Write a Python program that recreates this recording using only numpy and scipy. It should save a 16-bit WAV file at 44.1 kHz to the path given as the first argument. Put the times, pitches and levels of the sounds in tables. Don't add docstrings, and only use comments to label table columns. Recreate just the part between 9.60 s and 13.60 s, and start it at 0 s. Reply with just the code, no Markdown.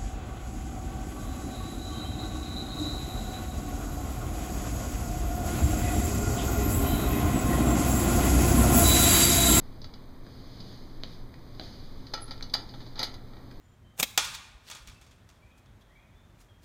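import sys
import numpy as np
from scipy import signal
from scipy.fft import rfft, irfft
from scipy.io import wavfile

SR = 44100
rng = np.random.default_rng(int(sys.argv[2]) if len(sys.argv) > 2 else 0)


def master_out(mix):
    frames = np.transpose(np.atleast_2d(mix))
    ceiling = np.clip(frames, -1, 1)
    pcm = np.round(ceiling * 32767).astype(np.int16)
    wavfile.write(sys.argv[1], SR, pcm)


N = 176400
T = np.arange(N) / SR

# (time [s], latch click [dB], knock [dB], snap [dB], tube ring [dB], chatter decay [s])
METAL_CONTACTS = [(.2168, -21, -40, -64, -38, 0.0047), (.243, -15.5, -24.5, -54, -33, .004),
                  (.3385, -20, -28, -58, -37, .003), (1.003, -18.5, -36, -55, -47, 0.006),
                  (1.949, -31, -39, -60, -47, .002), (2.4685, -21, -30, -55, -32, .003),
                  (2.5367, -11, -14.5, -38, -14, 0.00092), (2.539, -2, -9.5, -24.5, -9.5, 0.0025),
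                  (2.575, -28, -18, -40, -17, 0.0062), (2.679, -24, -27, -55, -17, 0.017),
                  (2.7087, -11, -18.5, -32, -18, 0.0099), (2.7785, -26, -35, -52, -43, .002),
                  (2.8093, -29, -28.5, -47, -38, 0.0008), (2.8255, -9.5, -19.5, -32, -27, 0.0028),
                  (2.897, -21.5, -39, -55, -45, .003), (2.9362, -15, -18, -28, -31, 0.0023),
                  (2.939, 4.5, -9, -13.5, -24, 0.0039), (2.9505, -10, -10.5, -24, -14, 0.0014),
                  (3.089, -21, -42, -50, -42, 0.012), (3.138, -29, -19.5, -37, -30, 0.013),
                  (3.2036, -24, -21, -42, -31, 0.013), (3.2625, -27, -25, -55, -42, .009),
                  (3.356, -19, -20, -55, -40, .016), (3.377, -19, -16, -53, -35, 0.024),
                  (3.391, -20, -28, -24, -36, 0.0017), (3.393, -2.5, -20, -18.5, -10, 0.0025),
                  (3.4002, -5, -12.5, -28, -15, 0.016), (3.416, -15.5, -15, -41, -20, 0.0036),
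                  (3.4295, 1, -6.5, -11.5, -9.5, 0.009), (3.5404, -19.5, -20, -33, -33, 0.0044),
                  (3.7344, -41, -31.5, -55, -29, 0.0026), (3.7668, -36, -27, -55, -32, 0.0038)]
# (frequency [Hz], relative level [dB])
CLICK_SPECTRUM = [(100, -62), (1500, -15), (2400, -8), (3200, -7.5), (3700, 1), (4300, 5.5), (5000, 6.5),
                  (5800, -2.5), (6600, -18), (7600, -31), (9200, -33), (15500, -35)]
KNOCK_SPECTRUM = [(60, -10), (160, 3), (330, 6), (600, 6.5), (900, 10), (1100, 1.5), (1350, 7), (1600, 0),
                  (1950, 5.5), (2600, -6.5), (4000, 9), (12000, -66)]
SNAP_SPECTRUM = [(2000, -17), (5400, 9), (6300, 14), (7700, -15), (9200, -1.5), (11500, 2), (13000, -4),
                 (15500, -15)]
# (frequency [Hz], relative level [dB], T60 [s])
LATCH_MODES = [(2944, -4.5, 0.18), (3405, -11, .13), (3440, -1.5, 0.12), (3900, 0, 0.11), (4107, 2, 0.14),
               (4070, -3, 0.077), (4387, -7, 0.11), (4600, -12, .09), (4990, -4, 0.12), (5940, -23, .13),
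               (6500, -12, 0.11)]
TUBE_MODES = [(540.5, -2.5, 0.086), (698, -7.5, 0.2), (888, -4.5, 0.13), (1238, -7.5, 0.12),
              (1325, -2.5, .12), (1367, 1.5, 0.11), (1889, -7.5, 0.14), (2250, -11.5, 0.11),
              (2370, -10, 0.18)]
# (time [s], pitch [Hz], level [dB])
SQUEAK_TRACK = [(2.607, 11150, -70), (2.611, 10950, -46), (2.617, 10800, -49), (2.622, 10620, -42),
                (2.631, 10400, -44.5), (2.636, 10680, -46), (2.643, 10650, -43), (2.651, 10800, -55),
                (2.662, 10550, -69)]
# (time [s], thud [dB], heel click [dB], scuff decay [s])
FOOTFALLS = [(1.4357, -17, -10.5, 0.00054), (1.9969, -15.5, -15, 0.0016), (2.010, -18.5, -24, 0.0092)]
# (frequency [Hz], relative level [dB])
SOLE_SPECTRUM = [(60, -14), (150, 0), (260, 3), (340, 2.5), (420, -3), (520, 2.5), (780, -1.5),
                 (1000, -18.5), (3000, -8.5), (8000, -40)]
HEEL_SPECTRUM = [(200, -21), (900, -4.5), (2100, -9.5), (3200, 3.5), (4500, 5), (5100, 0), (5900, -9),
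                 (7000, -20), (8000, -39), (15000, -40)]
# (time [s], level [dB], chatter decay [s])
SOFT_TAPS = [(0.665, -29, 0.0069), (1.7414, -27, .002), (2.8094, -22, 0.0009), (3.9116, -26, 0.0047)]
# (frequency [Hz], relative level [dB])
TAP_SPECTRUM = [(400, -11), (1200, -12.5), (1650, 2), (1950, -5), (2300, 0.5), (3000, -10.5), (5000, -3),
                (7000, -25.5), (12000, -36)]
# (time [s], level [dB])
RUB_ENVELOPE = [(0, -60.5), (.6, -65.5), (.7, -56), (.9, -53.5), (1.13, -49), (1.24, -56), (1.4, -59),
                (1.52, -49.5), (1.66, -63.5), (1.98, -57.5), (2.035, -45), (2.1, -49), (2.37, -56.5),
                (2.65, -53.5), (2.88, -58.5), (3.22, -53.5), (3.6, -62.5), (4, -60)]
# (frequency [Hz], relative level [dB])
CLOTH_SPECTRUM = [(200, 9), (1000, -10.5), (2200, -10.5), (3200, -6), (4400, 0.5), (5100, 2), (5900, -8.5),
                  (6600, -14), (7700, -34), (9800, -25), (12500, -23), (15500, -67)]
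# (frequency [Hz], relative density [dB])
AIR_SPECTRUM = [(8, 6.5), (17, 15), (25, 8), (45, -1.5), (80, 1.5), (170, -6), (265, -3.5), (400, -11),
                (800, -18.5), (1120, -18.5), (1450, -25.5), (2100, -26), (3000, -34), (4000, -27.5),
                (5000, -36.5), (6000, -35), (7700, -51.5), (8600, -45.5), (15000, -40)]
# (frequency [Hz], level [dB])
HUM_TONES = [(17.5, -45.5), (119.8, -55), (262, -59.5)]
# (frequency [Hz], T60 [s])
ROOM_DECAY = [(150, 0.82), (1000, 0.57), (4500, 0.27), (10000, 0.33), (15000, 0.1)]
# (centre [Hz], half-width [Hz], depth [dB])
MIC_DIPS = [(2708, 136, 17), (5485, 270, 17), (10960, 190, 13.5)]


def metal(latch_ring_db=-10.5):
    clicks, knocks, snaps, rings = np.zeros((4, N))
    for time_s, click_db, knock_db, snap_db, tube_db, decay_s in METAL_CONTACTS:
        add(clicks, time_s, amp(click_db) * chatter(decay_s))
        add(knocks, time_s, amp(knock_db) * chatter(decay_s))
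        add(snaps, time_s, amp(snap_db) * chatter(decay_s))
        add(rings, time_s, amp(click_db + latch_ring_db) * ring(LATCH_MODES, rise_s=decay_s))
        add(rings, time_s, amp(tube_db) * ring(TUBE_MODES, rise_s=decay_s))
    return (colour(clicks, CLICK_SPECTRUM) + colour(knocks, KNOCK_SPECTRUM)
            + colour(snaps, SNAP_SPECTRUM) + rings)


def chatter(decay_s, rise_s=0.00074, hits_per_s=7000):
    t = T[:SR // 10]
    hits = rng.standard_normal(len(t)) * (rng.random(len(t)) < hits_per_s / SR)
    hits *= np.exp(-t / decay_s) * (1 - np.exp(-t / rise_s))
    hits[0] = 1.54
    return hits / np.linalg.norm(hits)


def ring(modes, rise_s, spread_db=1.2):
    t = T[:SR // 2]
    hz, mode_db, t60_s = np.transpose(modes)[:, :, None]
    partials = amp(mode_db) * np.exp(-np.log(1000) * t / t60_s + 2j * np.pi * hz * t)
    gains = amp(spread_db * rng.standard_normal(hz.shape))
    phasors = np.exp(2j * np.pi * rng.random(hz.shape))
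    ringing = (gains * phasors * partials).real.sum(0) / np.linalg.norm(partials.real)
    return ringing * (1 - np.exp(-t / rise_s))


def squeak(jitter=0.0062):
    time_s, hz, db = np.transpose(SQUEAK_TRACK)
    pitch_hz = np.interp(T, time_s, hz) * (1 + jitter * wander(400))
    envelope = amp(np.interp(T, time_s, db)) * ((T > time_s[0]) & (T < time_s[-1]))
    return envelope * np.sqrt(2) * np.sin(2 * np.pi * np.cumsum(pitch_hz) / SR)


def footsteps():
    thuds, clicks = np.zeros((2, N))
    for time_s, thud_db, click_db, decay_s in FOOTFALLS:
        add(thuds, time_s, amp(thud_db) * chatter(decay_s))
        add(clicks, time_s, amp(click_db) * chatter(decay_s))
    return colour(thuds, SOLE_SPECTRUM) + colour(clicks, HEEL_SPECTRUM)


def taps():
    force = np.zeros(N)
    for time_s, db, decay_s in SOFT_TAPS:
        add(force, time_s, amp(db) * chatter(decay_s))
    return colour(force, TAP_SPECTRUM)


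def clothes():
    envelope = amp(np.interp(T, *np.transpose(RUB_ENVELOPE)))
    return colour(envelope * rng.standard_normal(N), CLOTH_SPECTRUM)


def ventilation(level_db=-44.5):
    gains = amp(read(AIR_SPECTRUM, np.fft.rfftfreq(N, 1 / SR)))
    return amp(level_db) * unit(irfft(rfft(rng.standard_normal(N)) * gains, N))


def hum(waver=0.25):
    tones = np.zeros(N)
    for hz, db in HUM_TONES:
        drift = 1 + waver * (wander(7.3) + 1j * wander(8.9))
        tones += amp(db) * unit((drift * np.exp(2j * np.pi * hz * T)).real)
    return tones


def buzz(level_db=-81, mains_hz=60, tone_hz=8150, width_s=0.000067):
    offset_s = (T * mains_hz % 1 - .5) / mains_hz
    pips = np.exp(-(offset_s / width_s) ** 2) * np.sin(2 * np.pi * tone_hz * offset_s)
    return amp(level_db) * unit(pips)


def room(x, tail_db, early_db=-7, early_decay_s=0.014, echoes_per_s=4000):
    t = T[:SR]
    hz, frame_s, spectra = signal.stft(rng.standard_normal(SR), SR, nperseg=256)
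    spectra *= np.exp(-np.log(1000) * frame_s / read(ROOM_DECAY, hz)[:, None])
    tail = signal.istft(spectra, SR, nperseg=256)[1][:SR]
    tail *= 1 - np.exp(-(t / 0.0095) ** 2)
    early = rng.choice([-1., 1.], SR) * (rng.random(SR) < echoes_per_s / SR)
    early *= np.exp(-t / early_decay_s) * (1 - np.exp(-(t / 0.0034) ** 2))
    response = amp(tail_db) * tail / np.linalg.norm(tail) + amp(early_db) * early / np.linalg.norm(early)
    return x + signal.fftconvolve(x, response)[:N]


def amp(db):
    return 10 ** (np.asarray(db) / 20)


def unit(x):
    return x / np.sqrt(np.mean(x ** 2) + 1e-20)


def read(table, hz):
    table_hz, values = np.transpose(table)
    return np.interp(np.log(hz + 1), np.log(table_hz + 1), values)


def add(mix, time_s, sound):
    part = mix[round(time_s * SR):][:len(sound)]
    part += sound[:len(part)]


def wander(rate_hz):
    hz = np.fft.rfftfreq(N, 1 / SR)
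    return unit(irfft(rfft(rng.standard_normal(N)) * np.exp(-(hz / rate_hz) ** 2), N))


def minimum_phase(curve_db, size=4096):
    log_gain = np.log(amp(curve_db(abs(np.fft.fftfreq(size, 1 / SR)))))
    return np.fft.ifft(np.exp(np.conj(signal.hilbert(log_gain)))).real[:size // 2]


def colour(x, spectrum):
    response = minimum_phase(lambda hz: read(spectrum, hz))
    return signal.oaconvolve(x, response / np.linalg.norm(response))[:N]


def scene():
    impacts = room(metal() + footsteps() + taps(), tail_db=-11)
    joint = room(squeak(), tail_db=-15)
    return (impacts + joint + clothes() + ventilation() + hum() + buzz())[None]


def record(dry, cutoff_hz=15400):
    dips = minimum_phase(lambda hz: -sum(depth_db / (1 + ((hz - centre_hz) / half_width_hz) ** 2)
                                         for centre_hz, half_width_hz, depth_db in MIC_DIPS))
    notched = signal.oaconvolve(dry, dips[None])[:, :N]
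    lowpass = signal.firwin(511, cutoff_hz, window=("kaiser", 9), fs=SR)
    return signal.oaconvolve(notched, lowpass[None], "same")


dry = scene()
out = record(dry)
master_out(out)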